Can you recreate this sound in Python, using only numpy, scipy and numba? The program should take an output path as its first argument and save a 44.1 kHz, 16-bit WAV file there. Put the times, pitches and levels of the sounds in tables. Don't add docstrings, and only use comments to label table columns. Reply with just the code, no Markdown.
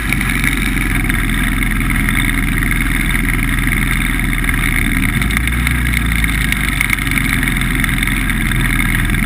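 import sys
import numpy as np
from scipy import signal
from scipy.fft import rfft, irfft, next_fast_len
from scipy.io import wavfile
from scipy.ndimage import map_coordinates
from numba import njit

SR = 44100
rng = np.random.default_rng(int(sys.argv[2]) if len(sys.argv) > 2 else 0)


def boost_factor(decibels):
    exponent = np.asarray(decibels, float) / 20
    return 10 ** exponent


def wav_record(signal):
    frames = np.transpose(np.atleast_2d(signal))
    bounded = np.clip(frames, -1, 1)
    quanta = np.round(bounded * 32767).astype(np.int16)
    wavfile.write(sys.argv[1], SR, quanta)


N = 407925

HURRY_END, SKIP = .915, 32

# place in the engine cycle (0-1),
# scatter of that place (0-1), pitch in Hz, rise in ms.
CONTACTS = [
    (0.03, 0.03, 1907, 2),
    (0.311, 0.04, 2150, 2.4),
    (.58, 0.03, 1970, 1.64),
    (0.88, 0.04, 1785, 2.64),
]

# time in seconds, level in dB.
PLAY = [(0.0, -5), (.7, 0.5), (1.0, -6), (1.35, 4), (1.8, -6.5), (2.2, 6.5), (2.6, -3.5), (3.0, 4),
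        (3.35, -5.5), (3.85, 3.5), (4.8, -2.5), (5.6, -2.5), (6.4, 2.5), (7.1, -2.5), (7.8, 2.5),
        (8.25, -2), (8.65, 2.5), (9.25, -2)]


def unit(x):
    return x / np.sqrt(np.mean(x ** 2) + 1e-20)


def along(points, hz):
    f, v = np.transpose(points)
    return np.interp(np.log(hz + 1), np.log(f + 1), v)


def true_time(s):
    return s - np.maximum(HURRY_END - s, 0) / SKIP


def curves(rows):
    s, *cols = np.transpose(rows)
    moment = true_time(np.arange(N) / SR)
    return np.array([np.interp(moment, s, c) for c in cols])


def wobble(rate, count=1):
    knots = rng.standard_normal((count, int(N * rate / SR) + 4))
    return np.array([map_coordinates(k, [np.arange(N) * rate / SR], order=1) for k in knots])


def filtered(x, response):
    m = next_fast_len(N + SR // 4)
    return irfft(rfft(x, m) * response(np.fft.rfftfreq(m, 1 / SR)), m)[..., :N]


def resonances(f, modes):
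    return sum(boost_factor(db) * 1j * f * w / (c * c - f * f + 1j * f * w) for c, w, db in modes)


def high_pass(f, edge_hz):
    return 1 / (1 + (edge_hz / (f + 1)) ** 12)


def bursts(times, sizes, length):
    at = np.round(times * SR).astype(int)
    keep = (at >= 0) & (at < N)
    t = np.arange(SR // 40) / SR
    hits = np.bincount(at[keep], sizes[keep] ** 2, N)
    power = signal.fftconvolve(hits, np.exp(-2 * t / length))[:N]
    return np.sqrt(np.abs(power) / (length * SR)) * rng.standard_normal(N)


def slips(times, sizes, hz, rise, spread):
    t = np.arange(SR // 60) / SR
    u = t / rise[:, None]
    luck = rng.standard_normal((len(times), 4, 2))
    partial_hz = hz[:, None, None] * (1 + spread * luck[..., :1])
    tone = np.sin(2 * np.pi * partial_hz * t + np.pi * luck[..., 1:])
    wave = u * np.exp(1 - u) * tone.sum(axis=1)
    wave *= (sizes / np.abs(wave).max(axis=1))[:, None]
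    at = np.clip(np.round(times * SR).astype(int)[:, None] + np.arange(len(t)), 0, N)
    return np.bincount(at.ravel(), wave.ravel(), N + 1)[:N]


def cycles():
    # time in seconds, cycles per second in Hz.
    speed_rows = [(0.0, 23.59), (0.873, 21.78), (0.971, 21.12), (1.785, 20.96), (2.395, 20.97),
                  (3.613, 20.79), (4.232, 21.35), (4.575, 20.35), (5.015, 18.49), (5.238, 25.96),
                  (5.506, 30.18), (5.747, 30.4), (6.638, 24.15), (7.035, 22.66), (7.604, 21.67),
                  (8.257, 21.8), (8.937, 20.16), (9.25, 21.17)]
    played = np.arange(N) / SR
    start = .8998
    done = start + np.cumsum(np.interp(played, *np.transpose(speed_rows))) / SR
    return np.interp(played, true_time(played), done)


def air():
    # frequency in Hz, level in dB per Hz.
    hiss = [(600, -35), (2500, -26), (4300, 0.5), (5400, 7.5), (6000, -11), (6300, -80)]
    noise = filtered(rng.standard_normal(N), lambda hz: boost_factor(along(hiss, hz)))
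    return boost_factor(-49.0 + wobble(3.04)[0]) * unit(noise)


def blades(done):
    # multiple of the cycle rate, level in dB at the duct's pitch.
    blade_rows = [
        (16, -45),
        (20, -51),
    ]
    duct_hz, duct_width_hz = 472, 48
    order, level_db = np.transpose(blade_rows)[:, :, None]
    off = (order * np.gradient(done) * SR - duct_hz) / duct_width_hz
    size = boost_factor(level_db + 1.1 * wobble(4, count=len(order))) / (1 + off ** 4)
    return np.sum(size * np.cos(2 * np.pi * order * done), axis=0)


def fan_rumble(load_db):
    # frequency in Hz, level in dB per Hz.
    rumble_rows = [(12, -38), (20, -32.5), (49, -6), (66, 4.5), (86, -1), (255, -3), (358, -11.5),
                   (416, -39.5), (490, -31), (586, -71), (700, -13), (910, -35.5), (1540, -120)]
    rumble = filtered(rng.standard_normal(N), lambda hz: boost_factor(along(rumble_rows, hz)))
    gusts_db = 1.4 * wobble(12)[0]
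    return boost_factor(-25 + load_db + 0.2 + gusts_db) * unit(rumble)


def shaft_drone(done, speed):
    # cycles per second in Hz, level in dB.
    shaft_rows = [(19, -14.5), (21, -15), (22, -17), (23, -19), (24.5, -17), (27, -14.5), (30, -15)]
    return boost_factor(along(shaft_rows, speed) + 1.5) * np.cos(4 * np.pi * done)


def exhaust(done, speed, load_db):
    # multiple of the cycle rate, level in dB.
    exhaust_rows = [(1, -5.5), (2, 0), (3, -13.5), (4, -12), (5, -9), (6, -6), (7, -12.5), (8, -11.5),
                    (9, -13.5), (10, -8.5), (11, -14), (12, -9.5), (13, -11), (14, -15.5), (15, -26.5),
                    (16, -25.5), (17, -28), (18, -39), (19, -44), (20, -31.5), (21, -43), (22, -42.5),
                    (23, -37), (24, -40)]
    # frequency in Hz, level in dB.
    hull = [(40, 2), (90, -16.5), (140, -1.5), (200, 3.5), (270, 9), (330, -13.5), (400, -13.5), (470, -24),
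            (560, -27.5), (750, -49)]
    order, level_db = np.delete(np.transpose(exhaust_rows), 1, axis=1)[:, :, None]
    hull_db = along(hull, order * speed) - along(hull, order * 21)
    uneven_db = (speed - 21) * np.where(order % 4, -.9, .15)
    wander_db = 2.2 * wobble(5, count=len(order))
    size = boost_factor(level_db + hull_db + uneven_db + wander_db)
    drift = .25 * wobble(2.5, count=len(order))
    drift += .8 * rng.standard_normal(order.shape)
    delay_s, place = .045, .645
    late = np.interp(np.arange(N) - delay_s * SR, np.arange(N), done) + place
    unrest = np.where(order % 4, 1 + .35 * np.abs(speed - 21), .3)
    late = late + .011 * unrest * wobble(12)[0]
    thump = size * np.cos(2 * np.pi * order * late + drift)
    exhaust_db = -24 + 0.98 * load_db
    return boost_factor(exhaust_db + 6.0) * thump.sum(axis=0)


def engine(done):
    # time in seconds, level in dB.
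    load_rows = [(0.0, 1), (0.85, 0), (4.64, -0.5), (5.18, 2), (5.5, -2.5), (6.3, 0), (6.96, -1), (7.39, 2),
                 (8.24, -0.5), (9.25, 2)]
    load_db, = curves(load_rows)
    speed = np.gradient(done) * SR
    return shaft_drone(done, speed) + exhaust(done, speed, load_db) + fan_rumble(load_db)


def panels(when, level_db):
    # pitch in Hz, width in Hz, level in dB.
    panel_rows = [(136, 28, 1), (220.7, 46, 0), (263.3, 33, 0), (353.7, 16, -9)]
    push_share_db = [-6, -0.5, -6.5, -8]
    at = np.clip(np.round((when + .0015) * SR).astype(int), 0, N - 1).ravel()
    push = -np.bincount(at, boost_factor(level_db + push_share_db).ravel(), N)
    drum = boost_factor(2.7 * wobble(6)[0]) * rng.standard_normal(N)

    def ring(f):
        return resonances(f, panel_rows) / (1 + (f / 385) ** 16)

    return boost_factor(-30) * unit(filtered(push, ring)) + boost_factor(-29.5) * unit(filtered(drum, ring))


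def contacts(done):
    # cycles per second in Hz, then the dB of each of the four contacts.
    rattle = [(19.1, 1.5, -0.5, -5, -12), (20.67, -11.5, -4.5, 3, -13.5), (20.87, -14, -2.5, -2.5, -13),
              (21.35, -12, -4, -4, -12), (21.65, -3.5, -5, -9, -11.5), (22.24, -4, -4.5, -6.5, -4.5),
              (24.4, -2, -9, -20, -5), (24.4, -6, -8.5, -16.5, -12), (29.64, -8.5, -8, -9.5, -12)]
    play_share = [0.86, 0.27, 0.22, 1]
    # lag of each of the four, in cycles per Hz.
    lag_per_hz = [.055, .03, .03, 0]
    hard_over_db = [-7.5, -5.5, -2, -4.5]
    softer_db_per_hz = [0, 8, 3, 0]
    lag_from_hz, wild_from_hz = 21, 24.5
    turns, sample = np.arange(np.ceil(done[-1]))[:, None], np.arange(N)
    place, scatter, _, _ = np.transpose(CONTACTS)
    luck = rng.standard_normal((len(turns), 4, 5))
    start = np.interp(turns[:, 0] + .5, done, sample).astype(int)
    speed = (np.gradient(done) * SR)[start]
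    cycles_hz, *tap_db = np.transpose(rattle)
    level_db = np.transpose([np.interp(speed, cycles_hz, db) for db in tap_db])
    level_db += curves(PLAY)[0][start, None] * play_share + 1.7 * luck[..., 1]
    limit_db = hard_over_db + np.outer(np.maximum(speed - lag_from_hz - .3, 0), softer_db_per_hz)
    hard = level_db + 1.2 * luck[..., 3] > limit_db
    lag = np.outer(np.maximum(speed - lag_from_hz, 0), lag_per_hz)
    wild = .03 * np.maximum(speed - wild_from_hz, 0)[:, None]
    scatter = scatter * np.where(hard, .5, 1) + wild
    when = np.interp(turns + place + lag + scatter * luck[..., 0], done, sample) / SR
    level_db = np.where(when > 0, level_db, -120)
    return when, level_db, hard, speed, luck


def lens_door(when, level_db, luck, hit_s, hit_db):
    pip = (when[:, [0, 2]] + [.001, .0028]).ravel()
    answer_db = np.transpose([level_db[:, 0] + 1, 0 * level_db[:, 2]]) + 2.5 * luck[:, :2, 2]
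    each_pip, each_hit = np.ones(len(pip)), np.ones(len(hit_s))
    door = slips(pip, boost_factor(answer_db).ravel(), 3600 * each_pip, .0013 * each_pip, spread=.05)
    passed_on = boost_factor(hit_db - 22)
    jolted = slips(hit_s, passed_on, 3700 * each_hit, 0.0014 * each_hit, spread=0.086)
    return boost_factor(-20.5 + curves(PLAY)[0]) * unit(door) + boost_factor(18) * jolted


def bare_ticks(knock_s, knock_tick_db, first_s, first_db, speed, luck):
    # time in seconds, peak in dB.
    tick_rows = [(0.0943, -22), (0.2244, -26), (0.395, -23), (0.179, -30), (3.013, -26), (3.934, -23),
                 (5.2248, -22), (5.308, -19), (5.5965, -24), (5.7856, -32), (5.9297, -25), (5.971, -20.5),
                 (6.2013, -24), (6.322, -23), (6.345, -21), (6.4183, -20.5), (6.8973, -20), (7.243, -24),
                 (7.6126, -48), (8.4873, -23)]
    tick_s, tick_db = np.transpose(tick_rows)
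    slow_db = 8 * np.minimum(speed - 21.7, 0)
    bare_db = first_db - 28 + slow_db + 3 * luck[:, 0, 2]
    tick_s = np.r_[true_time(tick_s), knock_s, first_s]
    tick_db = np.r_[tick_db, knock_tick_db, bare_db]
    return bursts(tick_s, boost_factor(tick_db + 52.5), 0.003)


def scrapes(when, level_db, size, hit_s, hit_size):
    stray = rng.random((900, 2))
    scrape = boost_factor(26.5) * bursts(when.ravel(), size.ravel(), 0.0022)
    scrape += boost_factor(24.5) * bursts(hit_s, hit_size, 0.0029)
    scrape += boost_factor(26.5) * bursts(when[:, 2] + 0.0032, boost_factor(level_db[:, 2]), 0.003)
    scrape += boost_factor(8) * bursts(stray[:, 0] * N / SR, boost_factor(10 * stray[:, 1]), .003)
    scrape += boost_factor(-9.5 + 2.9 * wobble(25)[0]) * rng.standard_normal(N)
    return filtered(scrape, lambda f: (1 - 0.62 * high_pass(f, 3270)) * (1 - 0.23 * high_pass(f, 3990)))


def case(done):
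    # time in seconds, peak in dB, pitch in Hz, level of the tick in dB.
    knocks = [(0.1251, 3, 2196, -31), (0.2104, 0, 2050, -25), (0.2968, 0.5, 2130, -41),
              (0.4389, 0, 2130, -20), (0.4733, 2, 2020, -50), (0.6609, -2.5, 2260, -21),
              (1.0999, 1, 1850, -50), (2.0882, 1, 1850, -52), (4.6723, 0, 2250, -50), (4.785, 1, 2020, -50),
              (5.037, 0.5, 2320, -50), (5.3692, 3.5, 2140, -24), (5.4745, 1.5, 2250, -23.5),
              (5.67, 1, 2110, -16), (5.8682, -2.5, 2140, -26), (6.2417, 1.5, 2200, -40),
              (6.4438, -2, 1950, -19), (6.5236, 2.5, 2180, -10.5), (6.6852, 0, 2070, -20),
              (6.8094, 2, 2156, -13), (6.8444, 1.5, 2310, -23), (6.9312, 5.5, 2280, -32),
              (7.018, 0.5, 2200, -20), (7.1138, -1, 1890, -17.5), (7.1766, 1.5, 2300, -24),
              (7.2933, -0.5, 2240, -17), (7.3293, 2, 2030, -36), (7.8411, 2, 2000, -21),
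              (8.2956, 0.5, 2150, -30), (8.9476, 1, 1890, -50)]
    # pitch in Hz, width in Hz, level in dB.
    case_modes = [(757, 180, -12), (991, 33, -9.5), (1314, 208, -4), (1635, 114, -2), (1890, 145, -5),
                  (2150, 199, -2.5), (2895, 480, -13), (3580, 247, -4), (4000, 300, -13), (5050, 2100, -18)]
    # frequency in Hz, level in dB.
    port = [(300, -26), (600, -11.5), (1000, -4.5), (2000, -1.5), (3500, -6), (4500, -15.5), (5500, -17),
            (6000, -20.5), (6300, -90)]
    hard_level_db = [-1, -3, -3.5, -4]
    contact_pad_db = [1, -3.5, -3.5, -3]
    contact_rise_s = [.00056, .0007, .0009, .0007]
    when, level_db, hard, speed, luck = contacts(done)
    count, taps = len(when), when.ravel()
    _, _, hz, rise_ms = np.transpose(CONTACTS)
    knock_s, knock_db, knock_hz, knock_tick_db = np.transpose(knocks)
    knock_s = true_time(knock_s)
    free = (np.abs(when[..., None] - knock_s).min(axis=-1) > .006) & (when > 0)
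    size = boost_factor(level_db) * (free & ~hard)
    hard_db = np.where(free & hard, hard_level_db + 1.6 * luck[..., 4], -120)

    hit_s = np.r_[knock_s, taps + .001]
    hit_db = np.r_[knock_db, np.minimum(hard_db, 0).ravel()]
    hard_hz = [2120, 2150, 1960, 2000] * (1 + .05 * luck[..., 2])
    hit_hz = np.r_[knock_hz, hard_hz.ravel()]
    pad_db = np.r_[np.zeros(len(knock_s)), np.tile(contact_pad_db, count)]
    rise = np.r_[np.full(len(knock_s), contact_rise_s[0]), np.tile(contact_rise_s, count)]
    jolt = boost_factor(hit_db + 1.6 * np.maximum(hit_db + 0.5, 0))

    shell = slips(taps, size.ravel(), np.tile(hz, count), np.tile(rise_ms / 1000, count), spread=0.1385)
    shell += boost_factor(4) * slips(hit_s, jolt, hit_hz, rise, spread=0.036)
    scrape = scrapes(when, level_db, size, hit_s, jolt * boost_factor(pad_db))
    door = lens_door(when, level_db, luck, hit_s, hit_db + pad_db)
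    first_db = hard_db[:, 0] - hard_level_db[0]
    crack = bare_ticks(knock_s, knock_tick_db, when[:, 0], first_db, speed, luck)
    crack = filtered(crack, lambda f: high_pass(f, 1900) + 0.096)
    ringing = filtered(shell + scrape + door + crack,
                       lambda f: resonances(f, case_modes) * boost_factor(along(port, f)))
    return ringing + panels(when, level_db)


def scene():
    done = cycles()
    return (air() + blades(done) + engine(done) + case(done))[None]


@njit
def rider(x, ceiling, attack, release):
    out, gain = np.empty_like(x), 1.0
    for i in range(len(x)):
        want = min(1.0, ceiling / (abs(x[i]) + 1e-9))
        gain += (want - gain) * (attack if want < gain else release)
        out[i] = x[i] * gain
    return out


def roll_off(x):
    return signal.sosfilt(signal.butter(12, 16130, fs=SR, output="sos"), x)


def record(dry):
    # frequency in Hz, level in dB.
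    top_rows = [(14500, -1), (15200, -2), (15600, -17), (16000, -42), (16300, -90)]
    x = filtered(dry[0], lambda hz: 1 / (1 + (29 / (hz + 1)) ** 6))
    x = rider(x, .65, 1 / (.002 * SR), 1 / (.06 * SR))
    x = x / (1 + np.abs(x / 1.05) ** 5) ** (1 / 5)
    coarse = signal.resample_poly(x, 40, 147)
    step = np.arange(len(coarse) * 4)
    late = np.maximum(round(HURRY_END * 48000) - step, 0) // SKIP
    held = coarse[np.abs(step - late) // 4]
    out = signal.resample_poly(held, 147, 160)[:N]
    out = filtered(np.pad(out, (0, N - len(out))), lambda hz: boost_factor(along(top_rows, hz)))
    return roll_off(out[None])


dry = scene()
out = record(dry)
wav_record(out)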